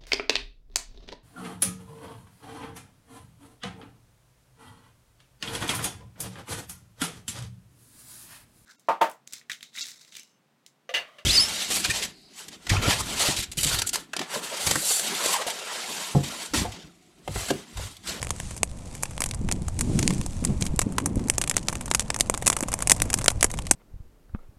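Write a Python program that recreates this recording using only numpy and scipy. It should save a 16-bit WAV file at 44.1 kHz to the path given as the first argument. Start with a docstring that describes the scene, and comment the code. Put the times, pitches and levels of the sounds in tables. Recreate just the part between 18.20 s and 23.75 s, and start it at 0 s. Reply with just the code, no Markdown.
"""Stems of dry field grass burst in a fire a few steps away: snaps, hollow knocks and low puffs from noise showers.
Countless blades fizz as filtered hiss and sparse ticks, and the flames rush as unevenly swelling noise.
A gusty breeze buffets the microphone: slow and quick bands of noise, and single eddies of a few swings.
The microphone colours the sum, its loudest peaks overload at full scale, and the top treble is cut."""
import sys
import numpy as np
from scipy import signal
from scipy.fft import rfft, irfft
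from scipy.io import wavfile

SR = 44100
rng = np.random.default_rng(int(sys.argv[2]) if len(sys.argv) > 2 else 0)


def file_out(sig):
    """Save sig as 16-bit WAV at sys.argv[1]."""
    # one column per channel
    cols = np.atleast_2d(sig).T
    # limit, then scale
    lim = np.clip(cols, -1, 1)
    pcm = np.round(lim * 32767).astype(np.int16)
    wavfile.write(sys.argv[1], SR, pcm)


N = 244755  # samples

# All levels stand ahead of the microphone's own colour; spectra are relative.
# Fizz of the burning grass, flaring up now and then, before its colour filter.
# Each row: time in seconds, hiss level in dB, level of the ticks of single blades in dB.
FIZZ_LEVELS = [(0.0, -52.5, -38.5), (0.3, -44.5, -54), (0.45, -59.5, -57.5), (0.8, -50, -53),
               (1.15, -59, -56), (1.55, -54, -50.5), (1.68, -45.5, -55), (1.82, -41, -47), (1.96, -45, -44),
               (2.08, -52, -54), (2.25, -49.5, -46.5), (2.4, -53.5, -54.5), (2.8, -58.5, -52.5),
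               (3.2, -58.5, -46), (4.1, -55.5, -53), (4.85, -52.5, -48), (5.55, -59.5, -49.5)]
# Spectrum of the fizz. Each row: frequency in Hz, density in dB per Hz.
FIZZ_SPECTRUM = [(400, -13), (1500, 2), (13000, -2)]
# Rush of the flames. Each row: time in seconds, level in dB.
RUSH_LEVELS = [(0.0, -49.5), (0.33, -58), (0.7, -53.5), (2.0, -55.5), (2.3, -51.5), (4.3, -50), (4.8, -47),
               (5.55, -55)]
# Spectrum of the rush. Each row: frequency in Hz, density in dB per Hz.
RUSH_SPECTRUM = [(250, -27.5), (500, 5), (1050, -3), (1300, -6), (2800, -14), (6000, -44)]
# Slow buffeting of the changing breeze on the microphone, swelling and lulling.
# Each row: time in seconds, level in dB.
BREEZE_LEVELS = [(0.0, -36.5), (0.3, -42), (0.95, -42), (1.2, -31.5), (1.8, -31), (2.03, -29),
                 (2.14, -33.5), (2.25, -30), (2.45, -31.5), (2.6, -34.5), (2.85, -34.5), (3.3, -39.5),
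                 (3.8, -37.5), (4.4, -41.5), (4.75, -34.5), (5.4, -33.5), (5.55, -39)]
# Spectrum of the slow eddies. Each row: frequency in Hz, density in dB per Hz.
BUFFET_SPECTRUM = [(10, 1), (25, -0.5), (60, -1), (100, -2), (150, -8.5), (300, -50), (1000, -89)]
# Quick eddies between gusts. Each row: time in seconds, flutter level in dB.
CALM_FLUTTER_LEVELS = [(0.0, -48), (1.1, -49), (3.2, -42), (5.55, -48)]
# Spectrum of the quick eddies. Each row: frequency in Hz, density in dB per Hz.
FLUTTER_SPECTRUM = [(60, -18.5), (120, 2), (200, 3.5), (330, -5.5), (550, -20.5), (900, -27), (4000, -48.5)]
# Bursting stems. Each row: start in seconds, snap level in dB, level of the hollow knock over the snap
# in dB, pitch of the knock in Hz, time scale of the split in ms.
BURSTING_STEMS = [(0.0286, -25.5, -1.5, 1440, 0.65), (0.047, -34.5, -4, 1600, 1.3),
                  (0.0699, -36, 2, 1000, 0.35), (0.1057, -21.5, -3, 1740, 1),
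                  (0.2007, -29.5, -0.7, 1350, 0.98), (0.3082, -36, -1, 1410, 2.7),
                  (0.3648, -35, -6, 1210, 1.7), (0.377, -34, -7, 2300, 1.25), (0.432, -15, -3, 1730, 0.52),
                  (0.751, -33.5, -5.5, 1830, 1.3), (0.826, -29.5, -13, 1350, 1.4),
                  (0.8338, -18.5, -7, 1570, 0.81), (0.855, -36, 1, 1620, 2), (0.9089, -38, -3.5, 1020, 1.9),
                  (0.9792, -34.5, 2.5, 850, 0.48), (1.0053, -21, -7.5, 1210, 0.91),
                  (1.0197, -20.5, -3, 1950, 0.59), (1.0397, -21.5, -4.5, 2290, 0.55),
                  (1.0602, -25, -7.5, 1610, 1.3), (1.089, -34, -8, 2340, 1.7),
                  (1.1117, -35.5, 5.5, 3300, 0.61), (1.137, -46, 7, 1430, 1.2), (1.146, -33, -9, 1140, 1.1),
                  (1.288, -36.5, 6.5, 1170, 1.2), (1.3141, -23, -3, 1960, 0.75),
                  (1.3237, -21, -5.5, 2460, 0.53), (1.4833, -29, -4.5, 1320, 0.92),
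                  (1.5907, -24, -8.5, 1950, 1.2), (1.6092, -18, -7, 1900, 1.46),
                  (1.7901, -21.5, -2.5, 2030, 1.4), (1.828, -32.5, 7.5, 2310, 1),
                  (1.8776, -18, -1, 2540, 0.67), (1.9057, -28.5, 1, 1340, 1.2),
                  (2.0136, -32.5, 0, 1400, 0.7), (2.0626, -28, -6, 1460, 0.98),
                  (2.2415, -32, -4, 800, 0.42), (2.2497, -18.5, -9.5, 1820, 1),
                  (2.4102, -27.5, -9, 1640, 1.4), (2.4231, -32.5, 8, 2640, 1.1),
                  (2.4397, -39, -6, 1430, 2.4), (2.454, -31, -9, 1440, 1.6),
                  (2.4651, -29.5, -0.5, 2660, 1.8), (2.5614, -35, -27, 1340, 0.49),
                  (2.592, -14.5, -4.5, 1610, 1), (2.6083, -30, -23, 1290, 0.43),
                  (2.616, -21, -4, 1810, 1.7), (2.7228, -37.5, -5, 1350, 1.3),
                  (2.7829, -21, 2.5, 1060, 1.1), (2.8, -36, 1, 1060, 2.4), (2.8591, -18, -9, 1260, 1.3),
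                  (2.9573, -35, -9, 680, 0.71), (2.994, -43, 1, 1130, 1.1), (3.0844, -28, -8.5, 1070, 0.69),
                  (3.0994, -12, -5.5, 1870, 0.53), (3.1819, -17, -7, 1490, 0.76),
                  (3.2145, -19, -3.5, 2390, 1.6), (3.2393, -26.5, -0.5, 1560, 0.95),
                  (3.2756, -26, -2.5, 1980, 1), (3.2966, -18, -8, 2750, 1.1),
                  (3.3126, -25.5, 2, 2080, 0.87), (3.341, -43, 4, 1370, 0.95),
                  (3.3671, -14, -6.5, 1500, 0.87), (3.3791, -36, 6.5, 2120, 0.93),
                  (3.4849, -22, 2, 2920, 0.52), (3.493, -34.5, 1.5, 1210, 1.1),
                  (3.499, -34, -4.3, 1040, 1.2), (3.5274, -29, -1.5, 970, 1.3),
                  (3.5542, -29, -1.5, 1410, 0.86), (3.61, -30.5, -3, 1000, 1.5),
                  (3.6584, -30.5, -7.5, 1730, 1.3), (3.68, -37.5, 2, 1110, 1.3),
                  (3.703, -37, -16.4, 1080, 0.92), (3.7132, -20.5, 1.5, 1500, 0.92),
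                  (3.738, -29, -5, 1640, 1.1), (3.7481, -12.5, -4, 2400, 1.04),
                  (3.7956, -20.5, -2, 2640, 0.86), (3.8054, -25.5, -5, 3040, 1.08),
                  (3.819, -45, 5, 920, 1.2), (3.903, -25.5, 4.5, 1580, 0.76),
                  (3.9439, -28.5, 0.5, 1930, 0.92), (3.9627, -26, -4, 1130, 0.83),
                  (3.9894, -32, -8, 1210, 0.68), (3.9994, -24, -7.5, 1400, 0.89),
                  (4.008, -14, -1, 3200, 0.65), (4.0983, -15.5, -4, 1000, 0.65),
                  (4.1408, -27, 0.5, 1050, 0.98), (4.1466, -31, 1, 1760, 0.92),
                  (4.1756, -25.5, -7.5, 1130, 0.94), (4.2234, -29, 0, 1010, 1.3),
                  (4.2619, -22, -6.5, 1810, 1), (4.268, -15.5, -5, 2040, 0.78),
                  (4.2769, -10, -5.5, 1960, 1.2), (4.3005, -15, -3.5, 2080, 0.76),
                  (4.3198, -30, -4, 1050, 0.89), (4.3283, -23.5, -0.5, 1950, 1.5),
                  (4.3662, -20, -4.5, 1330, 1.04), (4.3876, -33, -4, 1270, 1.9),
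                  (4.4072, -22.5, -7.5, 905, 0.54), (4.4267, -26, -7, 930, 1.5),
                  (4.4347, -29.5, 0.5, 1020, 0.81), (4.4842, -27.5, -3.5, 1070, 2),
                  (4.5182, -27.5, -5, 1740, 1.1), (4.5292, -30, 0, 1310, 0.93),
                  (4.5394, -17.5, -7, 1310, 0.7), (4.59, -31.5, -4, 905, 0.61), (4.605, -34, -1, 855, 0.59),
                  (4.623, -19, -7, 1290, 1.2), (4.6732, -16.5, -7, 1880, 0.92),
                  (4.6974, -11.5, -4, 2250, 0.95), (4.7081, -14, -6, 1660, 0.62),
                  (4.717, -4.5, -5, 2120, 0.92), (4.7641, -32, -7, 1200, 1.3),
                  (4.8017, -31, 1.5, 1740, 0.47), (4.8196, -12.5, -7, 1880, 0.73),
                  (4.8536, -35.5, -4, 730, 2.3), (4.9017, -23.6, -4, 1550, 1.1),
                  (4.9306, -24.5, -3, 1730, 0.76), (4.9407, -12, -7, 2190, 0.85),
                  (4.977, -33, -8, 1470, 0.96), (4.9873, -25, -4.5, 1690, 1.5), (5.0118, -35, 1, 1160, 1.5),
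                  (5.017, -32.5, -1, 1660, 0.66), (5.043, -22, -9, 1100, 1.2), (5.06, -21, -3, 1140, 0.65),
                  (5.081, -9.5, 0.9, 2000, 0.8), (5.1029, -23.5, -4.5, 1800, 1.1),
                  (5.1155, -33, -4, 950, 1.3), (5.2097, -25.5, -2, 2710, 0.8),
                  (5.2281, -11.5, -2.5, 1820, 0.98), (5.2435, -11.5, -6, 1280, 1.2),
                  (5.303, -37, 0, 1430, 1.2), (5.3145, -30, -13, 1330, 0.94), (5.339, -31.5, -1, 1280, 1.2),
                  (5.3885, -29.5, 0.5, 1320, 1.3), (5.4685, -33.5, 0.5, 1800, 1),
                  (5.511, -8, -7.5, 1520, 1.26)]
# Gusts that set the quicker eddies fluttering, on top of the calm flutter.
# Each row: start in seconds, length in seconds, peak flutter level in dB.
GUST_ARCHES = [(1.193, 0.31, -37.5), (1.525, 0.63, -28), (2.213, 0.18, -27), (2.38, 0.16, -35.5),
               (2.59, 0.26, -38.5), (2.796, 0.19, -31.5), (2.923, 0.21, -34.5), (4.744, 0.36, -42.5),
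               (5.3, 0.2, -43.5)]
GUST_SKEW = 0.8  # exponent; under 1 a gust swells faster than it dies
# Single eddies that thump the membrane. Each row: centre in seconds, level in dB, pitch in Hz.
EDDY_THUMPS = [(1.216, -27, 217), (1.248, -24, 168), (1.335, -40, 193), (1.421, -26.5, 160),
               (1.675, -23, 212), (1.846, -33, 182), (1.93, -23, 197), (2.227, -26, 230), (2.258, -34, 204),
               (2.294, -35, 190), (2.421, -23.5, 148), (2.541, -23.5, 175), (2.668, -20, 214),
               (2.866, -32, 234), (2.971, -21, 262), (3.057, -32, 172), (4.43, -23, 267),
               (5.247, -29.5, 288), (5.392, -37, 183), (5.515, -22, 264)]
# Response of the microphone, ringing in its small port. Each row: frequency in Hz, gain in dB.
MICROPHONE_RESPONSE = [(1000, 2.5), (1500, -3.5), (2300, 0), (3000, -0.5), (5200, 1), (6200, 4.5),
                       (8000, 6.5), (9800, 3), (11000, -4), (12600, -12.5), (14000, -35)]
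EDGE_HZ = 13470  # upper band limit


def gain_of(db):
    """Level law: twenty decibels are a factor of ten in amplitude."""
    return 10 ** (np.asarray(db) / 20)


def evened(x):
    """Normalisation to unit rms."""
    return x / np.sqrt(np.mean(x ** 2) + 1e-20)


def read(points, hz):
    """Interpolation of a spectrum along logarithmic frequency."""
    f, value = np.transpose(points)
    return np.interp(np.log(hz + 1), np.log(f + 1), value)


def curve(rows):
    """Linear interpolation in time: each column of a table, one value a sample."""
    s, *columns = np.transpose(rows)
    return [np.interp(np.arange(N) / SR, s, column) for column in columns]


def colour(x, points):
    """Minimum-phase filtering: the log gain fixes the phase of a causal filter."""
    log_gain = np.log(gain_of(read(points, abs(np.fft.fftfreq(4096, 1 / SR)))))
    response = np.exp(np.conj(signal.hilbert(log_gain)))
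    taps = np.fft.ifft(response).real[:2048]
    return signal.oaconvolve(x, taps)[:len(x)]


def wander(hz):
    """Low-passed chance of unit rms, its spectrum falling to half amplitude at hz."""
    f = np.fft.rfftfreq(N, 1 / SR)
    spectrum = rfft(rng.standard_normal(N)) / (1 + (f / hz) ** 2)
    return evened(irfft(spectrum, N))


def fizz(per_s=150, spread_db=5.0, flicker_db=1.0):
    """Superposition of many sources: far blades merge into hiss, nearer ones tick, a few of them large."""
    hiss_db, ticks_db = curve(FIZZ_LEVELS)
    sizes = gain_of(spread_db * np.minimum(rng.exponential(1, N), 3))
    onsets = sizes * (rng.random(N) < per_s / SR)
    t = np.arange(300) / SR
    decay = np.exp(-t / 0.0012)
    ticks = signal.oaconvolve(onsets, decay)[:N] * rng.standard_normal(N)
    hiss = rng.standard_normal(N) * gain_of(flicker_db * wander(30))
    mix = gain_of(hiss_db) * evened(hiss) + gain_of(ticks_db) * evened(ticks)
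    return colour(mix, FIZZ_SPECTRUM)


def rush(lick_db=0.8):
    """Turbulent combustion noise: flames tear and flap unevenly."""
    noise = colour(rng.standard_normal(N), RUSH_SPECTRUM) * gain_of(lick_db * wander(25))
    return gain_of(curve(RUSH_LEVELS)[0]) * evened(noise)


def wind(lumps_db=2.6, flaps_db=2.0):
    """Turbulent pressure: slow eddies push the membrane, and quicker ones arrive in lumps."""
    slow = colour(rng.standard_normal(N), BUFFET_SPECTRUM) * gain_of(lumps_db * wander(29))
    quick = colour(rng.standard_normal(N), FLUTTER_SPECTRUM) * gain_of(flaps_db * wander(53))
    breeze = gain_of(curve(BREEZE_LEVELS)[0])
    flutter = gain_of(curve(CALM_FLUTTER_LEVELS)[0]) + gusts()
    return breeze * evened(slow) + flutter * evened(quick)


def band(x, low_hz, high_hz):
    """First-order band-pass resonance."""
    return signal.sosfilt(signal.butter(1, [low_hz, high_hz], "band", fs=SR, output="sos"), x)


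def pop(snap_db, knock_db, hz, split_ms, chance, first=0.59, grit_db=6.0, width=1.0, stretch=2.67, thud=0.24):
    """Fracture: a crack and a dying shower of fibre snaps, bright in the open, duller through the hollow stem."""
    t = np.arange(chance.shape[1]) / SR
    grit = chance[0] * gain_of(grit_db * chance[1])
    shower = grit * np.exp(-1000 * t / (stretch * split_ms)) * np.tanh(t / 0.00019)
    shower[8] = first / split_ms * np.linalg.norm(shower)  # a quick split is mostly its first crack
    snap = signal.sosfilt(signal.butter(2, 4300, "high", fs=SR, output="sos"), shower)
    knock = band(shower, hz / (1 + width), hz * (1 + width))
    push = band(shower, 180, 800)  # the puff of steam
    knock = knock / np.linalg.norm(knock) + thud * push / np.linalg.norm(push)
    energy = np.sqrt(0.005 * SR)  # levels are rms over five milliseconds
    return energy * gain_of(snap_db) * (snap / np.linalg.norm(snap) + gain_of(knock_db) * knock)


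def scattered(x, t60, db):
    """Diffuse scattering: stubble and ground throw back a short tail, thin in the bass (t60 in seconds)."""
    t = np.arange(round(0.12 * SR)) / SR
    tail = signal.lfilter([1, -0.8], 1, rng.standard_normal(len(t))) * gain_of(-60 * t / t60)
    return x + gain_of(db) * signal.oaconvolve(x, tail / np.linalg.norm(tail))[:len(x)]


def pops():
    """Impulsive radiation: every burst stem that stands out, with its scattered tail."""
    length = 800  # samples
    out = np.zeros(N + length)
    chance = rng.standard_normal((len(BURSTING_STEMS), 2, length))
    for (s, *shape), draws in zip(BURSTING_STEMS, chance):
        out[round(s * SR):][:length] += pop(*shape, draws)
    return scattered(out[:N], t60=0.07, db=-15)


def gusts():
    """Amplitude modulation by wind speed: each gust swells and dies in one arch."""
    t = np.arange(N) / SR
    total = np.zeros(N)
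    for s, length, db in GUST_ARCHES:
        progress = np.clip((t - s) / length, 0, 1)
        total += gain_of(db) * np.sin(np.pi * progress ** GUST_SKEW) ** 2
    return total


def flaps(cycles=0.79):
    """Pressure pulse of a passing eddy: a lump of a few lopsided swings."""
    out, phases = np.zeros(N), 2 * np.pi * rng.random(len(EDDY_THUMPS))
    for (s, db, hz), phase in zip(EDDY_THUMPS, phases):
        start = round(s * SR) - 1500
        turns = hz * (np.arange(N)[start:][:3000] / SR - s)
        angle = 2 * np.pi * turns + phase
        swings = np.sin(angle + 0.42 * np.sin(angle))  # phase bending makes them lopsided
        lump = np.exp(-(turns / cycles) ** 2) * swings
        out[start:][:3000] += np.sqrt(2) * gain_of(db) * lump
    return out


def scene():
    """Linear superposition of fire and wind, in one channel."""
    return (fizz() + rush() + wind() + pops() + flaps())[None]


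def record(dry):
    """Transduction: microphone colour, overload at full scale, then the band limit."""
    loud = np.clip(colour(dry[0], MICROPHONE_RESPONSE), -1, 1)
    low_pass = signal.firwin(255, EDGE_HZ, window=("kaiser", 9), fs=SR)
    return signal.oaconvolve(loud, low_pass, "same")[None]


dry = scene()
out = record(dry)
file_out(out)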